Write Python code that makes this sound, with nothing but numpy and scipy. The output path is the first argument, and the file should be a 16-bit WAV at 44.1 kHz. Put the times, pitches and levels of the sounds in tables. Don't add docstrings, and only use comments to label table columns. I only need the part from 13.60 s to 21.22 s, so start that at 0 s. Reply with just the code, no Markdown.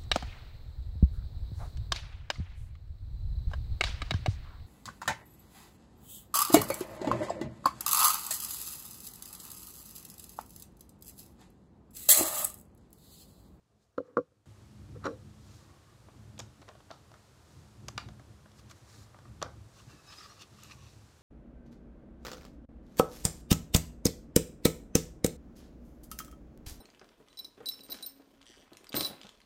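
import sys
import numpy as np
from scipy import signal
from scipy.fft import rfft, irfft
from scipy.io import wavfile

SR = 44100
rng = np.random.default_rng(int(sys.argv[2]) if len(sys.argv) > 2 else 0)


def voltage_ratio(level):
    return 10 ** (np.asarray(level, float) / 20)


def int16_out(signal):
    q = np.round(np.clip(np.atleast_2d(signal).T, -1, 1) * 32767)
    wavfile.write(sys.argv[1], SR, q.astype(np.int16))


N = 336042

# (time [s], level [dB])
RUMBLE = [(0.0, -53.5), (0.25, -65.5), (0.8, -56), (0.95, -58), (1.06, -65.5), (1.25, -44.5), (1.62, -51.5),
          (2.12, -55), (2.3, -68), (2.43, -62), (2.49, -61), (2.63, -56.5), (2.87, -53), (3.2, -68.5),
          (3.4, -68), (3.55, -60.5), (3.8, -64.5), (3.95, -55.5), (4.22, -52), (4.52, -46.5), (4.92, -61),
          (5.08, -46.5), (5.2, -75), (5.4, -51.5), (5.55, -58.5), (5.82, -45), (6.07, -56), (6.17, -66),
          (6.28, -47.5), (6.43, -77.5), (6.6, -71), (7.13, -56.5), (7.45, -55.5), (7.62, -92)]
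# (frequency [Hz], width [Hz], level [dB])
LOW_ROOM = [(43.6, 12, -25.5), (61.8, 8.3, -7), (77.5, 9.8, -6), (103.3, 6.7, 0), (127.1, 24, -1),
            (158.3, 12, -9.5)]
MID_ROOM = [(175, 77, -7), (209.5, 5.2, 2), (245, 71, -4), (297.5, 40, -0.5), (351, 27, -5),
            (490, 180, -10)]
# (frequency [Hz], density [dB per Hz])
HISS_SPECTRUM = [(24, -40.5), (40, -12), (81, -1), (115, -3.5), (249, -16.5), (297, -13.5), (831, -18.5),
                 (1210, -19.5), (2210, -27), (4340, -27.5), (7730, -30), (14800, -42.5), (16000, -46)]
# (strongest [s], 20 dB rise [s], 20 dB fall [s], level [dB])
FAINT_BANDS_SWELL = [(.11, 0.094, 0.69, -77)]
# (frequency [Hz], level [dB], t60 [s])
FAINT_BANDS = [(398, -0.5, 0.043), (570, -6, .04), (690, -2.5, .05), (1200, -7, .02)]
# (strongest [s], 20 dB rise [s], 20 dB fall [s], level [dB])
BRUSH = [(.23, 0.084, 0.09, -77.5), (.474, 0.074, 0.036, -80.5), (1.96, 0.33, 0.23, -63.5),
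         (3.56, .05, .5, -73.5), (3.93, 0.17, 0.58, -69.5), (4.995, 0.062, .03, -60),
         (5.113, 0.025, 0.018, -54.5), (5.17, .04, 0.16, -68), (5.3, 0.064, 0.22, -65),
         (5.37, 0.13, 0.12, -66), (5.43, 0.13, 0.046, -66), (6.2, 0.18, 0.15, -62),
         (6.31, 0.078, 0.25, -65), (6.47, 0.038, .15, -70.5), (6.55, 0.12, 0.28, -59),
         (6.64, .15, 0.07, -66), (6.7, 0.07, 0.29, -68.5), (6.822, 0.026, 0.0092, -53),
         (7.0, 0.092, 0.1, -71), (7.125, 0.23, 0.053, -61.5), (7.28, 0.4, 0.57, -66)]
# (frequency [Hz], density [dB per Hz])
BRUSH_SPECTRUM = [(1500, -1.5), (3000, -8.5), (4000, 1.5), (5300, 0.5), (7000, 0), (10000, -10.5),
                  (15000, -15.5)]
# (time [s], level [dB], tilt under 700 Hz [dB], treble tilt [dB], brightest pitch [kHz])
KNOCKS = [(0.379, -43, 0, -8, 4), (0.382, -28.5, 1.5, -18, 8.5), (0.3858, -44.5, 6, -34, 3.7),
          (.404, -55, 22, -33, 4), (0.5708, -16.5, -6.5, -30.5, 4.8), (.5735, -28, -5, -31.5, 4),
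          (0.5795, -37, 14, -24, 7.4), (.5875, -38, 12, -28.5, 3.8), (.675, -76, -7, -26, 4.4),
          (0.7206, -75, 9, -27, 4), (1.4425, -38.5, -10, -4, 4.1), (1.447, -41, -15, -15, 6.1),
          (1.4515, -47, -20, 2.5, 3.9), (1.4615, -56, -13, -6, 7.6), (1.455, -32.5, -3, -5, 5),
          (1.458, -30.5, -2, -11, 5.5), (1.463, -43, -18, -14, 2.5), (1.4655, -32.5, -2, -7, 4.5),
          (1.469, -27, -39, -19, 5.6), (1.4725, -46, -8, -20, 5), (1.4785, -36.5, 3, -30, 4),
          (1.489, -46, 10.5, -25, 4), (1.511, -68, 7, -25, 4)]
# (frequency [Hz], level [dB], t60 [s])
TABLE_MODES = [(97.5, -20.5, 0.057), (159, -21.5, 0.18), (213, -11.5, 0.046), (290, -3, 0.064),
               (339, -9, 0.043), (402, -7, 0.066), (489, 0.5, 0.073), (525.5, -1.5, 0.061),
               (675, -13, 0.024), (860, -22.5, 0.025), (1070, -17.5, 0.071), (1152, -16, 0.071),
               (1200, -21.5, 0.036), (1270, 5, 0.011), (1380, -14.5, 0.045), (1575, -34, 0.096),
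               (2007, -25, 0.022), (2270, -27.5, 0.014), (2420, 1, 0.0072), (3160, 0.5, 0.0035),
               (4016, -0.5, 0.0083), (4450, 0, 0.0041), (5590, -5, 0.013), (6840, -0.5, 0.0062),
               (9300, -12.5, 0.0022)]
# (strongest [s], 20 dB rise [s], 20 dB fall [s], middle level [dB], bass level [dB])
ROCK = [(.48, 0.14, 0.21, -69, -59.5), (1.358, 0.02, 0.035, -60, -50.5), (1.447, 0.012, 0.038, -49, -64),
        (1.465, 0.03, 0.022, -36.5, -56), (1.5, 0.031, 0.06, -55.5, -39)]
# (strongest [s], 20 dB rise [s], 20 dB fall [s], wall tone before lumps [dB], squeaky treble [dB])
RUB = [(1.89, 0.11, 0.33, -71, -71), (2.09, 0.12, 0.15, -65, -84), (2.27, 0.079, 0.32, -71.5, -88),
       (4.997, 0.033, 0.011, -73, -65.5), (5.08, 0.044, 0.082, -75, -70), (5.37, 0.56, 0.25, -66.5, -87),
       (5.56, 0.036, 0.084, -66, -80), (5.655, 0.06, 0.08, -68, -87), (6.198, 0.066, 0.014, -55.5, -64),
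       (6.303, 0.03, 0.16, -55.5, -66), (6.528, 0.074, 0.057, -51, -55), (6.59, 0.021, 0.062, -49.5, -62),
       (6.65, 0.058, 0.038, -56, -58), (6.72, 0.059, 0.1, -52, -62), (6.765, 0.035, .03, -61.5, -77),
       (6.822, 0.033, 0.025, -50.5, -47), (7.042, 0.15, 0.11, -58, -61.5), (7.116, 0.02, 0.024, -47, -49.5),
       (7.27, 0.2, 0.08, -71, -63.5)]
# (frequency [Hz], level [dB], t60 [s])
BOX_MODES = [(344, -28, 0.03), (537, -38, 0.03), (634, 2.5, 0.032), (764, -4.5, 0.043), (910, 3.5, 0.0076),
             (1060, -16.5, 0.028), (1098, -7, 0.051), (1204, -5, 0.034), (1400, -6, 0.017),
             (1583, -4.5, 0.01), (1906, -10.5, 0.013), (2270, -23, 0.037), (2560, 1, 0.0061),
             (2950, -0.5, 0.007), (3300, -4, 0.0098), (3560, -4, 0.011), (3830, -4.5, 0.01),
             (4510, -4.5, 0.0054), (4800, -16.5, 0.0034), (5060, -8, 0.011), (5490, -10.5, 0.013),
             (5896, -7.5, 0.015), (6600, -10.5, 0.011), (7030, -2, 0.0047), (7200, -24, 0.011),
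             (8200, -12, .004), (10260, -43, 0.0036), (10100, -8, 0.003), (11400, -13, 0.0025),
             (14000, -16, .002)]
# (time [s], level [dB], tilt under 950 Hz [dB], treble tilt [dB], brightest pitch [kHz])
CLICKS = [(2.4861, -49, -2.5, -24, 5), (2.779, -55.5, -3, 8, 3.3), (2.7913, -47, 1.5, 14, 7.8),
          (2.7935, -49, 4, 15, 6.9), (2.7965, -51.5, 6.5, 12, 3.7), (2.8008, -47.5, -6, 16, 5.6),
          (2.8045, -51, 5, 2, 6.5), (2.808, -62, -5, 8, 6), (2.816, -64, -5, 14, 5.5),
          (2.823, -67, -3, 10, 4.5), (2.839, -70, -3, 12, 5.5), (3.0165, -55.5, 0, 6, 5.4),
          (3.021, -50, -5.5, -6, 4.2), (3.027, -55, -3, 0, 3.4), (3.081, -44, -7, -10, 4.3),
          (3.085, -57, -9, -20, 3), (3.0885, -43, -9, -0.5, 3.9), (3.093, -45, -2, -20, 3),
          (3.101, -54, -1, -15, 3), (3.1135, -54, 0, -18, 3), (3.121, -68, -8, -18, 3),
          (3.152, -59.5, 9, 1, 3.4), (3.2045, -55, -1.5, -4, 2.8), (3.297, -58, -13, -20, 3),
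          (3.305, -42.5, -0.5, -5, 2.9), (3.3115, -39.5, 0.5, -1, 4.2), (3.317, -51, -1, -18, 3.4),
          (3.338, -63, 5, -20, 3), (3.5164, -53.5, -0.5, 1, 5.1), (3.5404, -49.5, -4, -5, 4.8),
          (3.5545, -60, 2, -19, 4), (4.2825, -45, -15, 10.5, 11), (4.284, -36, -9, 8, 5.2),
          (4.287, -47, 0, 9, 6.6), (4.3785, -36.5, -15, 10, 4.6), (4.3792, -31.5, -15, 1, 2.7),
          (4.3822, -30.5, -30, -17, 2.1), (4.4874, -47.5, -2.5, 1, 4.5), (4.5966, -48.5, -6, -13, 6.3),
          (4.858, -50.5, -4.5, -15, 3.5), (4.917, -61, -17, 7, 4.8), (5.097, -62, -23, 16, 11),
          (5.0995, -60, -20, 9, 4.3), (5.104, -51.5, -24, -20, 4), (5.109, -55, -16, 8, 11),
          (5.1125, -46, -13, 1.5, 6.7), (5.1155, -59, -20, 11, 3.6), (5.1185, -69, -21, 5, 5.1),
          (5.124, -61, -23, -11, 3.4), (5.5453, -49, -1, -24, 1.33), (5.588, -51, -2, -6, 4.8),
          (5.654, -47, -11, -32, 4), (5.8168, -33.5, -6, -5, 4), (5.8261, -24.5, -5.5, 0.5, 5.33),
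          (5.848, -57, -2, -6, 4.5), (5.862, -44, -3, -13, 4.4), (5.89, -56, 3, -15, 3),
          (7.0347, -55.5, -21, 22.5, 12.3)]
# (strongest [s], 20 dB rise [s], 20 dB fall [s], level [dB],
# mean slip rate [Hz], tilt [dB per partial])
SQUEAK = [(6.31, .03, .06, -61, 1330, -7), (6.4, 0.06, .04, -61, 1314, -8),
          (6.49, 0.05, 0.077, -58.5, 1270, -1.5), (6.525, 0.042, 0.045, -54, 1305, 1),
          (6.585, 0.023, 0.027, -60, 1270, 3.5), (6.605, 0.046, 0.045, -61, 1350, 1),
          (6.645, 0.045, .03, -64.5, 1200, 4), (6.7, 0.028, 0.046, -60, 1430, -0.5)]
SQUEAK_PARTIALS_DB = [-14, -5, -3, 0, -16]

HISS_DB = -61
STEP_S, BEFORE_STEP_DB = .858, -15
UPPER_RUMBLE_DB, UPPER_FOLLOWS = -65, 0.75
KNOCK_CONTACT_MS, CLICK_CONTACT_MS = 4.9, 2.7
TREBLE_BREVITY = 0.1
TABLE_LONGEST_T60_S, GRIPPED_LONGEST_T60_S = .2, 0.027
TREBLE_FROM_HZ, TREBLE_CHATTER, TREBLE_SCATTER_DB = 2300, .85, 2.0
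BELOW_DB_PER_OCTAVE, ABOVE_DB_PER_OCTAVE = 13, 14
ONSET_CYCLES = .6
ROCK_TREBLE_DB = -29
ROOM_T60_S, ROOM_TREBLE_T60_S = 0.29, 0.25
ROOM_DB = -13
BLUR_SHARE = .8
TOP_HZ = 16500


def rms_one(x):
    return x / np.sqrt(np.mean(x ** 2) + 1e-20)


def strokes(rows):
    strongest_s, rise_s, fall_s, *levels_db = np.transpose(rows)[:, :, None]
    late_s = np.arange(N) / SR - strongest_s
    rising = -late_s / np.maximum(rise_s, .005)
    falling = late_s / np.maximum(fall_s, .005)
    shape_db = -20 * np.where(late_s < 0, rising, falling)
    return [voltage_ratio(np.maximum(db + shape_db, -200)).sum(axis=0) for db in levels_db]


def drift(rate_hz):
    r = np.exp(-80 * np.pi * rate_hz / SR)
    white = rng.standard_normal(N // 40 + 2002)
    slow = signal.lfilter([1], [1, -2 * r, r * r], white)[2000:]
    return np.interp(np.arange(N) / 40, np.arange(len(slow)), rms_one(slow))


def ring(force, hz, t60_s):
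    r = voltage_ratio(-60 / (max(t60_s, .002) * SR))
    w = 2 * np.pi * hz / SR
    return signal.lfilter([0, np.sin(w)], [1, -2 * r * np.cos(w), r * r], force + 1e-18)


def coloured(spectrum, white):
    hz, db = np.transpose(spectrum)
    log_hz = np.log(np.arange(1, N // 2 + 2) * SR / N)
    return rms_one(irfft(rfft(white) * voltage_ratio(np.interp(log_hz, np.log(hz), db)), N))


def grains(per_s, spread_db):
    sizes = voltage_ratio(spread_db * np.minimum(rng.exponential(1, N), 4)) * rng.choice([-1, 1], N)
    return rms_one(sizes * (rng.random(N) < per_s / SR))


def struck(events, modes, contact_ms, longest_t60_s, bass_hz, deep_hz, soft_hz, scatter_db, rough):
    time_s, level_db, bass_db, treble_db, bright_khz = np.transpose(events)
    after = np.arange(-400, 600)
    at = np.round(time_s * SR).astype(int)[:, None] + after
    body, snap = np.zeros(N), np.zeros(N)
    for hz, mode_db, t60_s in modes:
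        high = hz > TREBLE_FROM_HZ
        octaves = np.log2(hz / (1000 * bright_khz))
        falloff_db = np.maximum(ABOVE_DB_PER_OCTAVE * octaves, -BELOW_DB_PER_OCTAVE * octaves)
        if hz < bass_hz:
            tilt_db = bass_db
        else:
            tilt_db = treble_db - falloff_db if high else 0

        spread = contact_ms * SR / 1000 * (1000 / hz) ** TREBLE_BREVITY
        side = np.where(after < 0, .25 if high else .4, 1)
        swell = np.exp(-(np.abs(after) / (spread * side)) ** 1.5)
        swell = swell / np.sqrt(np.sum(swell ** 2))
        chance = rng.standard_normal((len(time_s), len(after)))

        cycles = hz * after / SR
        onset = np.exp(-.5 * (cycles / ONSET_CYCLES) ** 2)
        onset = 2 * onset * np.cos(2 * np.pi * cycles) / onset.sum()
        chatter = TREBLE_CHATTER if high else rough
        push = chatter * swell * chance + (1 - chatter) * onset

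        share = np.abs(push @ np.exp(2j * np.pi * cycles))
        push = push / np.clip(share, .45, 3)[:, None]
        spot_db = (TREBLE_SCATTER_DB if high else scatter_db) * chance[:, 0]
        force = np.zeros(N)
        np.add.at(force, at, push * voltage_ratio(level_db + mode_db + tilt_db + spot_db)[:, None])
        part = snap if high else body
        part += ring(force, hz, min(t60_s, longest_t60_s))
    soft = signal.butter(3, [deep_hz, soft_hz], "band", fs=SR, output="sos")
    crisp = signal.butter(2, 1500, "high", fs=SR, output="sos")
    return signal.sosfilt(soft, body), signal.sosfilt(crisp, snap)


def scraped(modes, catches, effort, low_hz, high_hz, sustain, grip_db):
    steady = played = 0
    for k, (hz, db, t60_s) in enumerate(modes):
        free = voltage_ratio(db + grip_db * drift(2.6)) * catches
        if low_hz < hz < high_hz:
            rung = (-1) ** k * ring(np.array([free, effort * free]), hz, sustain * t60_s)
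            steady = steady + rung[0]
            played = played + rung[1]
    return played / np.std(steady)


def rumble():
    lumps_db = 3.3 * drift(10.2) + 1.5 * drift(30)
    low_db = np.interp(np.arange(N) / SR, *np.transpose(RUMBLE))
    upper_db = UPPER_RUMBLE_DB + UPPER_FOLLOWS * (low_db + 58)
    out = 0
    for level_db, resonances in ((low_db, LOW_ROOM), (upper_db, MID_ROOM)):
        white = rng.standard_normal(N) * voltage_ratio(lumps_db)
        band = 0
        for k, (hz, width_hz, db) in enumerate(resonances):
            band = band + (-1) ** k * voltage_ratio(db) * rms_one(ring(white, hz, 2.2 / width_hz))
        out = out + voltage_ratio(level_db) * rms_one(band)
    return out


def hiss():
    return voltage_ratio(HISS_DB) * coloured(HISS_SPECTRUM, rng.standard_normal(N))


def background():
    level_db = BEFORE_STEP_DB * (np.arange(N) < STEP_S * SR)
    return voltage_ratio(level_db) * (rumble() + hiss())


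def faint_bands():
    effort = strokes(FAINT_BANDS_SWELL)[0]
    return scraped(FAINT_BANDS, rng.standard_normal(N), effort, 200, 2000, sustain=1.0, grip_db=0)


def brushing():
    return strokes(BRUSH)[0] * coloured(BRUSH_SPECTRUM, grains(9000, spread_db=3.5))


def landing():
    return struck(KNOCKS, TABLE_MODES, KNOCK_CONTACT_MS, TABLE_LONGEST_T60_S, bass_hz=700, deep_hz=70,
                  soft_hz=1950, scatter_db=1.0, rough=0.2)


def room(x):
    s = np.arange(int(.4 * SR)) / SR
    white = rng.standard_normal(len(s)) * (s > .006)
    low = signal.sosfilt(signal.butter(2, 2500, fs=SR, output="sos"), white)
    tail = low * voltage_ratio(-60 * s / ROOM_T60_S) + (white - low) * voltage_ratio(-60 * s / ROOM_TREBLE_T60_S)
    tail = tail / np.sqrt(np.sum(tail ** 2) / 4)
    return voltage_ratio(ROOM_DB) * signal.fftconvolve(x, tail)[:N]


def rocking():
    catches = grains(4000, spread_db=2.5)
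    middle, bass = strokes(ROCK)
    treble = voltage_ratio(ROCK_TREBLE_DB) * middle
    out = 0
    for effort, low_hz, high_hz in ((bass, 200, 700), (middle, 700, 2300), (treble, 2300, 10000)):
        out = out + scraped(TABLE_MODES, catches, effort, low_hz, high_hz, sustain=0.55, grip_db=0)
    return out


def rubbing():
    catches = grains(4000, spread_db=2.0) * voltage_ratio(2.0 * drift(80))
    tone, treble = strokes(RUB)
    bright = scraped(BOX_MODES, catches, treble, 2300, 6200, sustain=1.0, grip_db=3.0)
    lumpy = tone * voltage_ratio(3.0 * drift(60) - 2)
    return scraped(BOX_MODES, catches, lumpy, 950, 2300, sustain=0.47, grip_db=3.5) + bright


def clicking():
    body, snap = struck(CLICKS, BOX_MODES, CLICK_CONTACT_MS, GRIPPED_LONGEST_T60_S, bass_hz=950,
                        deep_hz=200, soft_hz=3160, scatter_db=1.0, rough=0.8)
    return body + snap


def squeaking():
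    unsteady = 1 + .008 * drift(12) + .012 * drift(150)
    flutter = [voltage_ratio(db + 3.9 * drift(40)) for db in SQUEAK_PARTIALS_DB]
    out = 0
    for *stroke, slip_hz, tilt_db in SQUEAK:
        phase = 2 * np.pi * slip_hz * np.cumsum(unsteady) / SR
        tone = 0
        for k, gain in enumerate(flutter):
            tone = tone + gain * voltage_ratio(tilt_db * (k - 1)) * np.sin((k + 1) * phase)
        out = out + strokes([stroke])[0] * tone
    return out


def scene():
    thud, tick = landing()
    clicks = clicking()
    brush = brushing()
    noise = faint_bands() + background()
    blurred = clicks * (1 - BLUR_SHARE + BLUR_SHARE * drift(400))
    echoes = room(blurred + 0.03 * thud + 0.6 * tick)
    friction = rocking() + rubbing() + squeaking() + brush
    return (thud + tick + clicks + echoes + friction + noise)[None]


def top_cut(x):
    return signal.sosfilt(signal.butter(12, 16360, fs=SR, output="sos"), x)


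def record(dry):
    low_pass = signal.cheby2(10, 50, TOP_HZ, fs=SR, output="sos")
    mix = signal.sosfilt(low_pass, dry)
    return top_cut(mix)


dry = scene()
out = record(dry)
int16_out(out)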